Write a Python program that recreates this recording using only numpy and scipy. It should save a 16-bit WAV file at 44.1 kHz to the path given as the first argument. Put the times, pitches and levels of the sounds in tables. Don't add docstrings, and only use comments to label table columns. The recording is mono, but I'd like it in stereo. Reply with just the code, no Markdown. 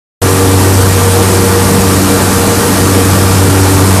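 import sys
import numpy as np
from scipy import signal
from scipy.fft import rfft, irfft
from scipy.io import wavfile
from scipy.ndimage import uniform_filter1d

SR = 44100
rng = np.random.default_rng(int(sys.argv[2]) if len(sys.argv) > 2 else 0)


def log_audio(samples):
    frames = np.atleast_2d(samples).T
    limited = np.clip(frames, -1, 1)
    pcm = np.round(limited * 32767).astype(np.int16)
    wavfile.write(sys.argv[1], SR, pcm)


N = 176400


def amp(db):
    return 10 ** (np.asarray(db) / 20)


def unit(x):
    return x / np.sqrt(np.mean(abs(x) ** 2) + 1e-20)


def along_walk(curve):
    times, db = np.transpose(curve)
    return amp(np.interp(np.arange(N) / SR, times, db))


def wander(rate_hz):
    real, imag = rng.standard_normal((2, N))
    rolloff = 1 + (np.fft.fftfreq(N, 1 / SR) / rate_hz) ** 4
    return unit(np.fft.ifft((real + 1j * imag) / rolloff))


def tone(hz, waver):
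    phasor = np.exp(2j * np.pi * (hz * np.arange(N) / SR + rng.random()))
    return np.sqrt(2) * (phasor * (1 + waver * wander(rate_hz=6.6))).real


def turbulence(spectrum, patch_db, flutter_db):
    _, _, bands = signal.stft(rng.standard_normal(N), SR, nperseg=512, noverlap=384)
    patches = uniform_filter1d(rng.standard_normal(bands.shape), size=20, axis=1)
    patches = unit(uniform_filter1d(patches, size=5, axis=0))
    noise = signal.istft(bands * amp(patch_db * patches), nperseg=512, noverlap=384)[1][:N]
    hz, db = np.transpose(spectrum)
    colour = amp(np.interp(np.log(np.fft.rfftfreq(N, 1 / SR) + 1), np.log(hz), db))
    flutter = amp(flutter_db * unit(wander(rate_hz=15).real))
    return unit(irfft(rfft(noise) * colour, N) * flutter)


# t/s, relative level/dB
HARMONIC_1 = [(0.25, -12.0), (0.7, -9), (1.1, -10.5), (1.5, -12.5), (1.9, -14), (2.35, -17.4), (2.6, -17.5),
              (3.05, -10.5), (3.55, -9), (4, -8.9)]
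HARMONIC_2 = [(0.25, -28.2), (0.6, -26), (0.9, -32), (1.25, -19.5), (1.8, -15.5), (2.5, -19), (3.2, -18.7),
              (3.5, -18), (3.7, -29), (3.9, -16)]
HARMONIC_3 = [(0.25, -22), (0.45, -15.4), (0.7, -17.7), (0.9, -38), (1.2, -29), (1.4, -22.5), (1.7, -28),
              (1.95, -16), (2.15, -16.5), (2.42, -28), (2.7, -21.5), (3.0, -17.5), (3.27, -26), (3.45, -17),
              (3.75, -14.9), (4, -24.5)]
HARMONIC_4 = [(0.25, -20), (0.5, -21), (0.72, -19), (0.9, -38), (1.35, -17.5), (1.62, -31), (1.8, -21),
              (2.02, -34.0), (2.5, -29), (2.72, -49), (2.87, -21), (3.35, -34), (3.55, -20.8), (3.7, -19),
              (3.9, -24)]


def shaking_drive(shake_hz=95.7):
    curves = [HARMONIC_1, HARMONIC_2, HARMONIC_3, HARMONIC_4]
    return sum(along_walk(curve) * tone(k * shake_hz, waver=0.06) for k, curve in enumerate(curves, 1))


# t/s, relative level/dB
BLOWER_WALK = [(0.25, -17), (0.5, -17.4), (0.73, -23.5), (1, -15), (1.4, -16.5), (2.1, -19), (2.7, -17.5),
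               (3.1, -19), (4, -26.6)]


def main_blower(blade_hz=471):
    return along_walk(BLOWER_WALK) * tone(blade_hz, waver=0.23)


# f/Hz, width/Hz, level/dB
MOTOR_TONES = [(32, 3, -51), (48.5, 2, -37), (147.8, 3.4, -30.5), (346.4, 2.4, -26), (477.4, 5.5, -26.5),
               (584, 3.9, -32.5), (869, 2, -30.5), (931, 2.7, -36.5), (1176, 20.6, -26), (1369, 1.7, -31.5),
               (1888, 33, -33), (2357, 27, -35.5), (7900, 80, -35)]


def motors_and_fans():
    whines = np.zeros(N)
    for hz, width_hz, db in MOTOR_TONES:
        blur = wander(width_hz / 2)
        blur /= np.sqrt(uniform_filter1d(abs(blur) ** 2, size=SR))
        phasor = np.exp(2j * np.pi * hz * np.arange(N) / SR)
        whines += amp(db) * unit((blur * phasor).real)
    return whines


# f/Hz, relative level/dB
ROAR_SPECTRUM = [(20, -27), (42, -9.5), (58, -4.5), (80, 2), (115, -0.5), (250, 1), (400, -3), (470, -2),
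                 (530, -5.5), (900, -6.5), (1500, -10.5), (1850, -13.5), (2050, -19.5), (3200, -19.5),
                 (14000, -39)]
# t/s, relative level/dB
ROAR_LEVELS = [(.25, -0.5), (1.2, 0), (2, -0.65), (2.65, 0.1), (3.2, 0), (4, -0.5)]


def hall_roar():
    return along_walk(ROAR_LEVELS) * turbulence(ROAR_SPECTRUM, patch_db=1.0, flutter_db=0.18)


# f/Hz, relative level/dB
HISS_SPECTRUM = [(500, -22), (2300, -3), (3200, -7), (4300, -2.5), (5300, -1.5), (7200, -1.5), (8400, 1),
                 (10000, -0.4), (12000, -3.5), (13800, -5.5)]


def duct_hiss():
    return turbulence(HISS_SPECTRUM, patch_db=1.0, flutter_db=0.23)


def scene():
    tones = amp(2) * shaking_drive() + amp(1) * main_blower() + motors_and_fans()
    mix = tones + amp(-10) * hall_roar() + amp(-14) * duct_hiss()
    return np.array([mix, mix])


def record(dry):
    start_s, rise_s = 0.2155, 0.0044
    ceiling, cutoff_hz = 1.025, 13930
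    fade_in = np.clip((np.arange(N) / SR - start_s) / rise_s, 0, 1)
    overloaded = ceiling * np.tanh(dry * fade_in / ceiling)
    lowpass = signal.firwin(1023, cutoff_hz, window=("kaiser", 9), fs=SR)
    return signal.oaconvolve(overloaded, lowpass[None], "same", axes=1)


dry = scene()
out = record(dry)
log_audio(out)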